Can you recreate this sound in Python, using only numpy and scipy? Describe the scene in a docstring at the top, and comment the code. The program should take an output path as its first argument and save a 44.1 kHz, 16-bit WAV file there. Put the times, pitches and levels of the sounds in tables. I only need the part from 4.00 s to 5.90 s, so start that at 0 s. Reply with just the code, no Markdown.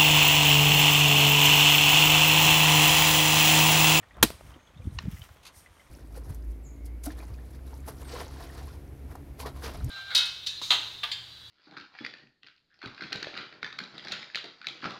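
"""A spattering crack and a hollow thud with a short outdoor echo: wet mud slapped onto a pond bank.
The lump flattens in quick contacts and the slap rings briefly with a hollow colour. Crumbs patter down,
a stalk snaps, shifting feet bump, scuff and squelch. Water drips, faint bubbles burst and grass rustles
over a low rumble and a quiet hush with thin high tones, as of far insects."""
import sys
import numpy as np
from scipy import signal
from scipy.fft import rfft, irfft, next_fast_len
from scipy.io import wavfile
from scipy.ndimage import uniform_filter1d

SR = 44100
rng = np.random.default_rng(int(sys.argv[2]) if len(sys.argv) > 2 else 0)


def dump_mix(stems):
    """Bounce the given channels to the path in sys.argv[1] as a 16-bit WAV at rate SR."""
    frames = np.atleast_2d(stems).T  # one column per channel
    limited = np.clip(frames, -1, 1)  # hard clip at full scale
    pcm = np.round(limited * 32767).astype(np.int16)
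    wavfile.write(sys.argv[1], SR, pcm)


N = 83790
T = np.arange(N) / SR

LUMP_CONTACTS = [(.2267, -18.5, 0.015, -27), (0.2273, -7, 0.0093, 8.5), (0.2283, -5, 0.035, -3.5),
                 (0.2303, -8.5, .028, 8), (0.2358, -15.5, 0.028, -1.5)]  # start_s, level_db, t60_s, treble_db
SPATTER_SPECTRUM = [(100, -14), (250, -6), (700, -3), (1730, -6), (2130, -6), (3000, -7), (3900, -1),
                    (5100, -11), (6200, -6.5), (7900, -11), (9300, -7.5), (10700, -14), (14200, -4.5),
                    (15800, -28.5)]  # freq_hz, level_db
SLAP_RESONANCES = [(143, -17, 0.087), (689.6, -26, 0.056), (1000, -21.5, 0.061), (1050, -18, 0.044),
                   (1384, -14, 0.039), (1574, -14.5, 0.04), (1887, -20.5, 0.061), (2621, -18.5, 0.038),
                   (3220, -19.5, 0.04), (4000, -17.5, 0.068), (6390, -20, .04), (7360, -27, 0.029)]  # pitch_hz, level_db, t60_s
THUD_TONES = [(238, -12.5, 0.04), (310, -18.5, 0.068), (428, -22.5, 0.056), (55, -26.5, 0.098)]  # pitch_hz, level_db, t60_s
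ECHO_TAILS = [(.238, -27.5, .11), (.24, -37, 0.36)]  # near and far: start_s, level_db, t60_s
ECHO_SPECTRUM = [(120, -29), (200, -4), (352, -7), (471, -20), (544, -5), (923, -8), (1300, -9.5),
                 (4660, -4.5), (6710, -12.5), (8820, -8), (15500, -20.5)]  # freq_hz, level_db
CRUMB_LANDINGS = [(0.025, -52, 1290, 0.17, -25), (.168, -31.5, 550, 0.022, -26),
                  (0.3029, -24, 710, 0.015, -7.5), (0.409, -36, 800, .02, -15),
                  (0.56, -44, 325, 0.075, -39.5), (1.006, -43, 1230, 0.036, -19.5),
                  (1.054, -46.5, 492, 0.096, -25), (1.085, -44.5, 1560, 0.029, -17),
                  (1.132, -58, 1900, 0.026, -15), (1.289, -46.5, 1600, 0.038, -25),
                  (1.359, -48, 383, 0.04, -24.5), (1.368, -46.5, 1984, 0.022, -18.5),
                  (1.766, -52, 1280, 0.035, -26)]  # start_s, level_db, pat_hz, t60_s, click_db
STALK_BREAKS = [(.987, -29), (0.9881, -23)]  # start_s, level_db
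STALK_MODES = [(1065, -6.5, 0.015), (1847, -4, 0.017), (2910, 3, 0.0076), (4005, 2, 0.0094),
               (5200, -5, 0.0079), (6230, -11.5, 0.0087)]  # pitch_hz, level_db, t60_s
CRACK_SPECTRUM = [(400, -36.5), (780, -39), (1100, 4), (1450, 6), (1900, 5.5), (2900, -1), (4100, 7.5),
                  (4800, -8), (5400, 0), (6400, -11), (8500, -26), (12000, -53)]  # freq_hz, level_db
FOOT_BUMPS = [(.216, -32.5, 84), (0.271, -35, 76), (.35, -39.5, 70), (0.451, -44, 96.4), (0.529, -47, 70),
              (.768, -40.5, 135), (.804, -34.5, 100), (.857, -32.5, 173.5), (.875, -28.5, 234),
              (.878, -21.5, 78.8), (0.926, -43, 123.3), (0.957, -35, 98), (0.978, -27.5, 64.3),
              (1.041, -35, 165), (1.058, -28, 101.9), (1.074, -31, 199), (1.0847, -20.5, 155),
              (1.134, -32.5, 143.5), (1.146, -31.5, 70), (1.197, -39, 117), (1.221, -36.5, 89.4),
              (1.315, -41.5, 84), (1.574, -47.5, 78.5), (1.714, -47, 68.9)]  # peak_s, level_db, pitch_hz
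FOOT_SLIPS = [(1.429, -56, .2), (1.451, -44.5, 0.073), (1.4644, -41, 0.054), (1.473, -46, 0.095)]  # start_s, level_db, t60_s
SLIP_SPECTRUM = [(400, -15.5), (1200, -1.5), (1900, -7.5), (2600, 1.5), (3300, -1.5), (4500, 1),
                 (5500, -7.5), (6400, -2), (7500, -12.5), (9000, -9), (10200, -13), (11000, -7),
                 (12200, -21), (14200, -12), (15800, -38)]  # freq_hz, level_db
MUD_SQUELCHES = [(0.197, -52, 0.031), (0.331, -57, 0.024), (.51, -58.5, 0.066), (1.5, -57, 0.011)]  # peak_s, level_db, sigma_s
SQUELCH_SPECTRUM = [(120, -18), (300, -2), (600, -4), (1100, 1.5), (1700, -8), (3000, -20.5), (9000, -46)]  # freq_hz, level_db
WATER_DRIPS = [(0.031, -46, 1840, 0.048), (0.109, -46.5, 1930, 0.042), (.178, -45, 687, 0.057),
               (.54, -45, 3140, 0.033), (.672, -56.5, 3363, 0.084), (.773, -55.5, 3650, 0.057),
               (0.798, -54.5, 508, 0.16), (.82, -53.5, 2406, 0.044), (1.168, -47, 2044, 0.055),
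               (1.218, -38.5, 3055, 0.032), (1.661, -44.5, 2007, 0.051), (1.796, -48.5, 2040, 0.061)]  # start_s, level_db, pitch_hz, t60_s
GRASS_BRUSHES = [(0.492, -61, 0.039, -3), (1.03, -56.5, .04, -8.5), (1.137, -54.5, 0.034, 3.5),
                 (1.185, -54, 0.013, 11), (1.236, -54.5, 0.021, 0), (1.306, -64.5, 0.069, 6)]  # peak_s, level_db, sigma_s, treble_db
RUSTLE_SPECTRUM = [(300, -17), (1200, -0.5), (1800, -0.5), (2600, 0), (4300, -7.5), (5500, -4.5),
                   (7000, -9.5), (11000, -12), (15500, -12.5)]  # grass and crumb clicks: freq_hz, level_db
TIP_SIZZLES = [(0.456, -67, 0.054), (0.862, -68.5, 0.033), (0.95, -63, .018), (1.58, -56, .027),
               (1.646, -70.5, 0.019), (1.805, -70, 0.091)]  # peak_s, level_db, sigma_s
SIZZLE_SPECTRUM = [(2000, -15), (3500, -10), (5500, 0.5), (7500, -3), (9100, 3.5), (10200, -2.5),
                   (11600, -3.5), (12600, -4.5), (15500, -13)]  # freq_hz, level_db
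BLADE_FLICKS = [(1.114, -43), (1.194, -46), (1.245, -45.5)]  # start_s, level_db
RUMBLE_ENVELOPE = [(0, -60.5), (.1, -64.5), (.2, -45), (.28, -46.5), (.4, -57), (.45, -48), (.53, -50.5),
                   (.62, -66), (.72, -60), (.87, -43.5), (1.12, -44.5), (1.27, -64), (1.45, -66),
                   (1.9, -69)]  # time_s, level_db
RUMBLE_SPECTRUM = [(20, -37), (45, 4), (75, 1.5), (160, -8.5), (300, -17), (700, -36), (2000, -66.5)]  # freq_hz, level_db
HIGH_TONES = [(.64, -73, 0.055, 6420), (1.59, -67, 0.0385, 9000), (1.788, -81.5, 0.034, 8840)]  # peak_s, level_db, sigma_s, pitch_hz
AIR_SPECTRUM = [(15, -35), (25, 5), (75, 0.5), (152, -9.5), (445, -13), (509, -10), (848, -12), (1080, -11),
                (1750, -15.5), (1950, -15), (2700, -20), (3260, -17.5), (4870, -28), (6380, -27.5),
                (15500, -40)]  # freq_hz, level_db
MIC_RESONANCES = [(9200, 233, 2), (11630, 400, 4.5)]  # centre_hz, width_hz, gain_db


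def mud_slap(thud_s=0.2383):
    """The lump spatters as it flattens; a brief hollow ring, then the low tones of the thud."""
    impact_s = LUMP_CONTACTS[0][0]
    spatter = sum(amp(db) * decay(s, t60_s, rise_s=0.0001)
                  * noise(SPATTER_SPECTRUM, treble_db, grain_db=3.5)
                  for s, db, t60_s, treble_db in LUMP_CONTACTS)
    ringing = sum(amp(db) * ring(impact_s, hz, t60_s, rise_s=0.0015, wander_rad=0.3)
                  for hz, db, t60_s in SLAP_RESONANCES)
    thud = sum(amp(db) * ring(thud_s, hz, t60_s) for hz, db, t60_s in THUD_TONES)
    return spatter + ringing + thud


def echo():
    """Bank and bushes scatter the slap into noise tails."""
    return sum(amp(db) * decay(s, t60_s, rise_s=0.003) * noise(ECHO_SPECTRUM)
               for s, db, t60_s in ECHO_TAILS)


def crumbs():
    """Each mud crumb lands with a soft pat and a tiny click."""
    out, grit = np.zeros(N), noise(RUSTLE_SPECTRUM)
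    for s, db, hz, t60_s, click_db in CRUMB_LANDINGS:
        spectrum = [(hz / 8, -34), (hz / 2.8, -4), (hz, 0), (hz * 2, -14), (hz * 10, -40)]
        pat = 0.72 * decay(s, t60_s, rise_s=0.00089) * noise(spectrum)
        click = amp(click_db) * decay(s, t60_s=0.013, rise_s=0.00035) * grit
        out += amp(db) * (pat + click)
    return out


def stalk_snap(crack_db=0.5, echo_db=-22, cutoff_hz=7300):
    """A dry stalk breaks twice, rings woodily and leaves a faint echo."""
    out = np.zeros(N)
    for s, db in STALK_BREAKS:
        crack = amp(crack_db) * decay(s, t60_s=0.0054, rise_s=0.0001)
        tail = amp(echo_db) * decay(s, t60_s=0.087, rise_s=0.0022)
        burst = (crack + tail) * noise(CRACK_SPECTRUM)
        wood = sum(amp(mode_db) * ring(s, hz, t60_s, rise_s=0.00031)
                   for hz, mode_db, t60_s in STALK_MODES)
        out += amp(db) * (burst + wood)
    return signal.sosfilt(signal.butter(6, cutoff_hz, fs=SR, output="sos"), out)


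def bumps(half_width_cycles=0.6):
    """Shifting feet push the ground, about one cycle each."""
    out = np.zeros(N)
    for s, db, hz in FOOT_BUMPS:
        cycles = (T - s) * hz
        out -= amp(db) * fade((cycles / half_width_cycles) ** 2) * np.cos(2 * np.pi * cycles)
    return out


def scuff():
    """A foot slides in gritty slips."""
    return sum(amp(db) * decay(s, t60_s, rise_s=0.0018) * noise(SLIP_SPECTRUM, grain_db=1)
               for s, db, t60_s in FOOT_SLIPS)


def squelches():
    """Wet mud oozes underfoot."""
    envelope = sum(amp(db) * swell(s, sigma_s) for s, db, sigma_s in MUD_SQUELCHES)
    return envelope * noise(SQUELCH_SPECTRUM, grain_db=5)


def drips(splash_db=-10.5):
    """Each drop plinks with a small splash."""
    out = np.zeros(N)
    for s, db, hz, t60_s in WATER_DRIPS:
        spectrum = [(hz / 2, -14), (hz, 0), (hz * 2, -20), (hz * 10, -60)]
        splash = amp(splash_db) * decay(s, t60_s, rise_s=0.0004) * noise(spectrum)
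        out += amp(db) * (ring(s, hz, t60_s, wander_rad=0.36) + splash)
    return out


def seepage(count=60, level_db=-51, spread_db=8, centre_hz=2030, t60_s=0.02, rise_s=0.00052):
    """Faint bubbles burst in the wet bank, each rising slightly in pitch."""
    t = np.arange(SR // 10) / SR
    envelope = (1 - np.exp(-t / rise_s)) * np.exp(-np.log(1000) * t / t60_s)
    out = np.zeros(N + len(t))
    for when, faintness, pitch in rng.random(size=(count, 3)):
        start, hz = int(when * N), centre_hz * 2 ** (2 * pitch - 1)
        tone = np.sin(2 * np.pi * hz * t * (1 + 3 * t))
        out[start:start + len(t)] += amp(level_db - spread_db * faintness) * envelope * tone
    return out[:N]


def grass():
    """Brushed grass swishes, its tips sizzle, single blades flick."""
    swishes = sum(amp(db) * swell(s, sigma_s) * noise(RUSTLE_SPECTRUM, treble_db, grain_db=4)
                  for s, db, sigma_s, treble_db in GRASS_BRUSHES)
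    tip_envelope = sum(amp(db) * swell(s, sigma_s) for s, db, sigma_s in TIP_SIZZLES)
    sizzles = tip_envelope * noise(SIZZLE_SPECTRUM, grain_db=0.5)
    flicks = sum(amp(db) * decay(s, t60_s=0.0099, rise_s=0.0003)
                 * noise(RUSTLE_SPECTRUM, treble_db=15.5) for s, db in BLADE_FLICKS)
    return swishes + sizzles + flicks


def rumble():
    """Low noise that swells around the bumps."""
    return amp(np.interp(T, *np.transpose(RUMBLE_ENVELOPE))) * noise(RUMBLE_SPECTRUM)


def chirps():
    """Brief narrow noise bands, as of far insects."""
    out = np.zeros(N)
    for s, db, sigma_s, hz in HIGH_TONES:
        band = filtered(rng.standard_normal(N), lambda f: 1 / (1 + ((f / hz - 1) / 0.025) ** 2))
        out += amp(db) * swell(s, sigma_s) * unit_rms(band)
    return out


def hush(level_db=-59):
    """Quiet outdoor air."""
    return amp(level_db) * noise(AIR_SPECTRUM, grain_db=2)


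def amp(db):
    """Decibels to gain."""
    return 10 ** (np.asarray(db) / 20)


def unit_rms(x):
    """Scale to rms 1."""
    return x / np.sqrt(np.mean(x ** 2) + 1e-20)


def fade(x):
    """exp(-x), floored far below hearing."""
    return np.exp(-np.minimum(x, 30))


def decay(start_s, t60_s, rise_s):
    """Exponential attack and decay."""
    t = np.maximum(T - start_s, 0)
    return (1 - fade(t / rise_s)) * fade(np.log(1000) * t / t60_s)


def swell(peak_s, sigma_s):
    """Gaussian envelope."""
    return fade(0.5 * ((T - peak_s) / sigma_s) ** 2)


def jitter(samples):
    """Smoothed noise, rms 1."""
    return unit_rms(uniform_filter1d(rng.standard_normal(N), size=samples))


def ring(start_s, hz, t60_s, rise_s=0.00035, wander_rad=0):
    """Damped sine with optional phase wander."""
    phase = wander_rad * jitter(samples=160) if wander_rad else 0
    return decay(start_s, t60_s, rise_s) * np.sin(2 * np.pi * hz * (T - start_s) + phase)


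def filtered(x, response):
    """Apply the gain response(freq_hz)."""
    size = next_fast_len(N + 8192)
    return irfft(rfft(x, size) * response(np.fft.rfftfreq(size, 1 / SR)), size)[:N]


def noise(spectrum, treble_db=0, grain_db=0, shelf_hz=6000):
    """Coloured noise, rms 1, with a treble shelf and millisecond grains."""
    hz, db = np.transpose(spectrum)
    grainy = amp(grain_db * jitter(samples=40)) * rng.standard_normal(N)
    colour_db = lambda f: np.interp(np.log(f + 1), np.log(hz), db)
    shelf_db = lambda f: treble_db * f ** 4 / (f ** 4 + shelf_hz ** 4)
    return unit_rms(filtered(grainy, lambda f: amp(colour_db(f) + shelf_db(f))))


def scene():
    """Mono sum of all sources."""
    return (mud_slap() + echo() + crumbs() + stalk_snap() + drips() + seepage() + bumps() + rumble()
            + grass() + scuff() + squelches() + chirps() + hush())[None]


def record(dry):
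    """Microphone treble resonances, bass cut, clipping, steep low-pass."""
    low_hz, top_hz, clip_level = 46, 15850, 0.8
    casing = lambda f: 1 + sum((amp(db) - 1) * 1j * f * width_hz / (hz * hz - f * f + 1j * f * width_hz)
                               for hz, width_hz, db in MIC_RESONANCES)
    coloured = filtered(dry[0], lambda f: casing(f) * f ** 4 / np.sqrt(f ** 8 + low_hz ** 8))
    clipped = np.clip(coloured, -clip_level, clip_level)
    return filtered(clipped, lambda f: 1 / np.sqrt(1 + (f / top_hz) ** 120))[None]


dry = scene()
out = record(dry)
dump_mix(out)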